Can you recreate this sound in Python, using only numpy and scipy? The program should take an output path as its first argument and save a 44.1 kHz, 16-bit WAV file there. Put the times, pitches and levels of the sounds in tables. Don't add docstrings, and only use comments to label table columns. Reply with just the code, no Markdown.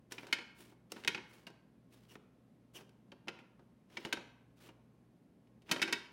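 import sys
import numpy as np
from scipy import signal
from scipy.fft import rfft, irfft
from scipy.io import wavfile
from scipy.ndimage import uniform_filter1d

SR = 44100
rng = np.random.default_rng(int(sys.argv[2]) if len(sys.argv) > 2 else 0)


def to_wav(sig):
    pcm = np.clip(np.atleast_2d(sig), -1, 1) * 32767
    pcm = np.round(pcm).astype(np.int16)
    wavfile.write(sys.argv[1], SR, pcm.T)


N = 269892

# start in seconds, clack level in dB,
# bass weight in dB, treble dullness in dB, ring time factor, struck part's note in Hz.
KEY_HITS = [(0.1205, -53.5, -4.5, 2, 0.79, 1500), (0.1815, -49.5, -9, 32, 0.97, 2405),
            (0.231, -63.5, 8, 27, 1.1, 2280), (0.268, -62, 1, 10, 0.8, 1520),
            (0.284, -66, 4, 28, 1.8, 1530), (0.721, -84, 19, 10, .9, 2160), (0.919, -55, 2, -1, 0.53, 2810),
            (0.9625, -58, 3, 29, 1.26, 1474), (1.037, -58, -13, 19, 0.4, 2930),
            (1.0478, -50, -5.5, 16, 0.43, 3840), (1.4675, -55, -2, 15.5, 1.23, 2820),
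            (1.502, -73, 6, 11, .6, 1400), (2.154, -62, 4.5, 25.5, 0.55, 1800),
            (2.787, -71, 9, 10.5, 0.96, 3240), (2.808, -70, 6.5, 13, 1.1, 3030),
            (2.8932, -78.5, 1, 5.5, 0.3, 4800), (3.1185, -61.5, -9, 23.5, .67, 3090),
            (3.121, -71, 11.5, 17, 1, 554), (3.273, -66.5, 12.5, 18, 1.1, 2120),
            (3.2825, -44.5, -6, 23.5, 0.9, 814), (3.388, -64.5, -2, 22, 1.3, 3420),
            (3.593, -80.5, 15, 19, 1.38, 1300), (3.9705, -44, -9, 27.5, 0.86, 2270),
            (4.0493, -48.5, 1, 16, 1.03, 168), (4.071, -64, 4, 19, .7, 2610),
            (4.688, -65, 3.5, 30.5, 1.3, 2840)]
# as KEY_HITS, then first hop in seconds, loss per hop in dB.
COIN_DROPS = [(0.3265, -31, -18, 20, .86, 2147, 0.0585, 18),
              (1.0757, -31.5, -15.5, 17, .76, 2523, 0.0705, 10.5),
              (4.1263, -36.5, -8.5, 16, 0.79, 1554, 0.0437, 17.5)]
LEVER_HITS = [(5.471, -84.5, -1.5, 16, .8, 2890), (5.6195, -78, -2, 8, .8, 2300),
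              (5.6915, -54.5, 0.5, 21, 1.44, 2710), (5.7128, -34, -6.5, 9, 1.16, 2310),
              (5.762, -46.5, -2.5, 29, 0.78, 1900), (5.795, -51, -4, 36, 0.94, 2300),
              (5.817, -35.5, -9.5, 14, 1.23, 2604), (5.8252, -33.5, -14.5, 20.5, 0.95, 1530),
              (5.8765, -44.5, -4.5, 27, 2, 1555), (5.926, -34, -11, 15.1, 0.82, 1880)]
# low edge in Hz, high edge in Hz.
BANDS_HZ = [(120, 620), (620, 1300), (1300, 3300), (3300, 7000), (7000, 18000)]
# T60 in seconds, rise in seconds.
WALL_TIMES_S = [(0.135, 0.0014), (.075, 0.0008), (0.043, 0.00039), (.047, .0008), (.048, 0.00039)]
# frequency in Hz, relative level in dB.
CASE_COLOUR = [(100, -25), (170, -1), (350, 3.5), (620, -11), (950, -6), (1200, -12), (1550, -1.5),
               (2500, 2), (3100, -1.5), (3400, -4), (5200, -2.5), (7200, -13.5), (10000, -14.5),
               (16000, -23.5)]
SCRAPE_COLOUR = [(120, -26), (330, 12), (650, -0.5), (1000, -1), (1900, -2.5), (3000, -1.5), (3800, -5.5),
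                 (5500, -11), (8000, -22), (16000, -30)]
HISS_COLOUR = [(2000, -29.5), (5000, -4.5), (8000, 0.5), (11000, 1.5), (13000, -5.5), (16000, 3)]
FINGER_COLOUR = [(300, -0.5), (1200, -5), (2500, -2), (4200, 0.5), (7000, -15), (16000, -21.5)]
AIR_COLOUR = [(22, -54.5), (38, -19), (75, -10), (105, -12.5), (170, -1), (250, -1.5), (340, -10),
              (620, -17), (1100, -26.5), (2500, -33), (7000, -44), (11000, -43), (16000, -51)]
# frequency in Hz, relative level in dB, T60 in seconds.
CASE_MODES = [(180, -8, 0.095), (333.3, -0.5, 0.19), (368.2, 0, 0.11), (414, -2.5, .12), (540, -10, 0.077),
              (720, -8.5, .08), (813, -4.5, 0.1), (946, 2, 0.14), (1420, -7, .1), (1590, -9, 0.11),
              (1870, -6.5, .08), (2170, -8, .09), (2230, -3, .06), (2440, -5, 0.058), (2613, -2.5, .08),
              (3000, -5, .08), (3090, -8, 0.087), (3730, -1, 0.093), (4350, -4.5, .06), (4400, -16, .07),
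              (5030, -10.5, 0.11), (5400, -12.5, .06), (5700, -14.5, 0.064), (6400, -9.5, .06),
              (6820, -9, .05)]
KEY_SPRING_MODES = [(1430, -12, .7), (1663, -8.5, .5), (2150, -0.5, 0.52), (2200, 1.5, 0.69),
                    (2555, -9.5, .4)]
LEVER_SPRING_MODES = [(1940, -1, 0.28), (2660, -5.5, 0.36), (2830, -16, 0.48), (3400, -17, 0.24),
                      (3690, -1, 0.3), (3890, -5, 0.26), (5140, -10, 0.32), (5670, -16, 0.28)]
# start in seconds, level in dB.
KEY_SPRING_TWANGS = [(.328, -52), (1.077, -53)]
LEVER_SPRING_TWANGS = [(5.713, -63), (5.826, -60), (5.926, -45)]
# start, length and run-up in seconds,
# then scrape level, hiss level and fade over the stroke in dB.
SLIDES = [(0.101, 0.24, 0.018, -58.5, -67.5, 12), (0.549, 0.2, .06, -62.5, -65, 13.5),
          (0.897, 0.21, .025, -61.5, -73.5, 5.5), (1.254, 0.21, 0.1, -65.5, -71, 11),
          (1.895, 0.19, 0.043, -69.5, -74.5, 10), (2.066, 0.11, 0.036, -67.5, -72, 0),
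          (2.735, 0.11, 0.025, -55.5, -57, 21.5), (3.885, .235, 0.04, -64, -78.5, -1.5),
          (4.56, 0.15, 0.071, -63.5, -70.5, 3.5), (5.654, 0.33, 0.048, -57.5, -76, 9)]
# start, length and run-up in seconds, nominal level in dB.
FINGER_STROKE = (2.5, 0.33, -0.1, -73)
# start in seconds, length in seconds, initial pitch in Hz, level in dB.
STEM_SQUEAKS = [(2.081, 0.059, 2960, -66), (2.744, 0.046, 3040, -53.5)]
# frequency in Hz, T60 in seconds.
ECHO_T60_S = [(150, 0.14), (400, 0.5), (1000, 0.74), (2500, 0.5957), (5000, .5), (9000, 0.42), (16000, 0.5)]
# frequency in Hz, echo level in dB.
ECHO_DB = [(150, -11), (400, -3.5), (1000, -6.5), (2500, -11.5), (5000, -11.5), (9000, -12.5),
           (16000, -19.5)]
# frequency in Hz, level in dB.
HUM_LINES = [(58, -84), (120, -73), (1075, -92), (6270, -108)]


def keys():
    return impacts(KEY_HITS, room_db=0.1, modes_db=-10.5, note_db=4, note_t60_s=0.048,
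                   face_delay_s=0.003, face_db=-21, sideways_db=-14.5)


def coins(contacts=3, hop_shrink=0.44, hop_dull_db=12.5, bass_kept=0.65):
    hits = []
    for start_s, level_db, bass_db, dull_db, ring, note_hz, hop_s, loss_db in COIN_DROPS:
        for k in range(contacts):
            hits.append((start_s, level_db - k * loss_db, bass_db + k * bass_kept * loss_db,
                         dull_db + np.sqrt(k) * hop_dull_db, ring, note_hz))
            start_s += hop_s
            hop_s *= hop_shrink
    return impacts(hits, room_db=-2, modes_db=-7, note_db=3.5, note_t60_s=0.05,
                   face_delay_s=0.0033, face_db=-5, sideways_db=-9.5)


def lever():
    return impacts(LEVER_HITS, room_db=-1.3, modes_db=-4.5, note_db=-3.5, note_t60_s=0.051,
                   face_delay_s=0.0044, face_db=-16, sideways_db=-7)


def impacts(hits, room_db, **material):
    front, around = np.zeros((2, N))
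    for hit in hits:
        direct, sideways = case_impact(hit, **material)
        add(front, hit[0], direct)
        add(around, hit[0], sideways)
    return front + gain_of(room_db) * room(around)


def case_impact(hit, modes_db, note_db, note_t60_s, face_delay_s, face_db, sideways_db):
    _, clack_db, bass_db, dull_db, ring, note_hz = hit
    levels_db = clack_db + np.array([bass_db, -3.5 + 0.86 * bass_db, 0, -0.41 * dull_db, -dull_db])
    t = np.arange(SR // 3) / SR
    attack = t < 0.02
    noise = rng.standard_normal(len(t))
    modes = []
    for hz, db, t60_s in CASE_MODES:
        gain = gain_of(modes_db + db + 1.8 * rng.standard_normal())
        modes.append((hz, gain * decay(t, t60_s * ring) * np.sin(2 * np.pi * (hz * t + rng.random()))))
    note = gain_of(note_db) * decay(t, note_t60_s * ring) * np.sin(2 * np.pi * note_hz * t)
    modes.append((note_hz, note))
    contact = 1 + gain_of(face_db) * np.clip((t - face_delay_s) / 0.00095, 0, 1)
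    beam = np.array([[1], [gain_of(sideways_db)]])
    out = np.zeros((2, len(t)))
    for band_hz, (t60_s, rise_s), level_db in zip(BANDS_HZ, WALL_TIMES_S, levels_db):
        walls = coloured(noise, CASE_COLOUR, band_hz) * decay(t, t60_s * ring)
        tones = sum(wave for hz, wave in modes if band_hz[0] <= hz < band_hz[1])
        onset = 1 - np.exp(-t / (rise_s * ring))
        part = (walls + beam * tones) * contact * onset
        out += gain_of(level_db) * part / part[:, attack].std(axis=1, keepdims=True)
    return out


def spring(modes, twangs):
    t, out = np.arange(SR) / SR, np.zeros(N)
    ring = sum(gain_of(db) * decay(t, t60_s) * np.sin(2 * np.pi * hz * t) for hz, db, t60_s in modes)
    for start_s, level_db in twangs:
        add(out, start_s, gain_of(level_db) * ring)
    return out


def sliding(slips_per_s=600, slip_t60_s=0.014, grip_db=1.7, scrape_fade_share=0.58):
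    slipping = rng.random(N) < slips_per_s / SR
    slips = slipping * gain_of(4 * np.minimum(rng.exponential(1, N), 3))
    rattle = signal.oaconvolve(slips, decay(np.arange(SR // 50) / SR, slip_t60_s))[:N]
    friction = rng.standard_normal(N) * (1 + 0.5 * unit_rms(rattle))
    grip = unit_rms(uniform_filter1d(rng.standard_normal(N), 500))
    friction *= gain_of(grip_db * grip)
    scrape, hiss = coloured(friction, SCRAPE_COLOUR), coloured(friction, HISS_COLOUR)
    out = coloured(friction, FINGER_COLOUR) * stroke(*FINGER_STROKE)
    for *timing_s, scrape_db, hiss_db, fade_db in SLIDES:
        out += scrape * stroke(*timing_s, scrape_db, scrape_fade_share * fade_db)
        out += hiss * stroke(*timing_s, hiss_db, fade_db)
    return out


def stroke(start_s, length_s, run_up_s, level_db, fade_db=0, onset_db=-20, stop_s=0.032):
    t = np.arange(N) / SR - start_s
    moving = (t >= 0) & (t < length_s)
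    t, gain = t[moving], np.zeros(N)
    rising = np.minimum(t / run_up_s, 1)
    slowing = np.maximum((t - run_up_s) / (length_s - run_up_s), 0)
    shape_db = onset_db * (1 - rising) ** 1.5 - fade_db * np.sin(np.pi / 2 * slowing)
    gain[moving] = gain_of(level_db + shape_db) * np.minimum((length_s - t) / stop_s, 1)
    return gain


def squeaks(sag_hz_per_s=5000, jitter=0.05, shimmer=0.33, octave_db=-8):
    out = np.zeros(N)
    for start_s, length_s, hz, level_db in STEM_SQUEAKS:
        t = np.arange(0, length_s, 1 / SR)
        noise = rng.standard_normal((2, SR))
        wobble, grip = (unit_rms(uniform_filter1d(row, 70))[:len(t)] for row in noise)
        pitch_hz = (hz - sag_hz_per_s * t) * (1 + jitter * wobble)
        phase = 2 * np.pi * np.cumsum(pitch_hz) / SR
        tone = (np.sin(phase) + gain_of(octave_db) * np.sin(2 * phase)) * (1 + shimmer * grip)
        arch = np.sin(np.pi * t / length_s)
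        add(out, start_s, gain_of(level_db) * arch * unit_rms(tone))
    return out


def room(x, delay_s=0.0034, build_s=0.0027, taps_per_s=3000):
    t = np.arange(SR) / SR
    taps = rng.choice([-1., 1.], SR) * (rng.random(SR) < taps_per_s / SR)
    taps *= 1 - np.exp(-np.maximum(t - delay_s, 0) / build_s)
    hz, frame_s, spectra = signal.stft(taps, SR, nperseg=256)
    t60_s = lookup(ECHO_T60_S, hz)[:, None]
    gain = gain_of(lookup(ECHO_DB, hz))[:, None] * np.sqrt(2 * np.log(1000) / t60_s)
    spectra = spectra * decay(frame_s, t60_s) * gain
    tail = signal.istft(spectra, SR, nperseg=256)[1] / np.linalg.norm(taps)
    return signal.fftconvolve(x, tail)[:N]


def appliance(waver=0.31):
    t = np.arange(N) / SR
    hum = sum(gain_of(db) * np.sqrt(2) * np.sin(2 * np.pi * (hz * t + rng.random()))
              for hz, db in HUM_LINES)
    drift = coloured(rng.standard_normal(N), [(1, -1), (8, -12)], band_hz=(0, 12))
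    return hum * (1 + waver * drift)


def air(level_db=-66.5):
    return gain_of(level_db) * coloured(rng.standard_normal(N), AIR_COLOUR)


def gain_of(db):
    return 10 ** (np.asarray(db) / 20)


def unit_rms(x):
    return x / np.sqrt(np.mean(x ** 2) + 1e-20)


def decay(t, t60_s):
    return np.exp(-np.log(1000) * t / t60_s)


def lookup(points, hz):
    points_hz, values = np.transpose(points)
    return np.interp(np.log(hz + 1), np.log(points_hz + 1), values)


def add(mix, start_s, sound):
    part = mix[round(start_s * SR):][:len(sound)]
    part += sound[:len(part)]


def coloured(x, colour, band_hz=(0, SR), order=12):
    hz = np.fft.rfftfreq(len(x), 1 / SR)
    skirts = (1 + (band_hz[0] / (hz + 1)) ** order) * (1 + (hz / band_hz[1]) ** order)
    return unit_rms(irfft(rfft(x) * gain_of(lookup(colour, hz)) / np.sqrt(skirts), len(x)))


def scene():
    knocks = keys() + coins() + lever()
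    springs = spring(KEY_SPRING_MODES, KEY_SPRING_TWANGS)
    springs += spring(LEVER_SPRING_MODES, LEVER_SPRING_TWANGS)
    rub, squeak = sliding(), squeaks()
    echo = room(rub + gain_of(-3) * squeak)
    return (knocks + springs + rub + squeak + echo + appliance() + air())[None]


def record(dry, low_cut_hz=36, high_cut_hz=16200):
    highpass = signal.butter(4, low_cut_hz, "highpass", fs=SR, output="sos")
    lowpass = signal.firwin(511, high_cut_hz, window=("kaiser", 9), fs=SR)
    return signal.oaconvolve(signal.sosfilt(highpass, dry), lowpass[None], "same")


dry = scene()
out = record(dry)
to_wav(out)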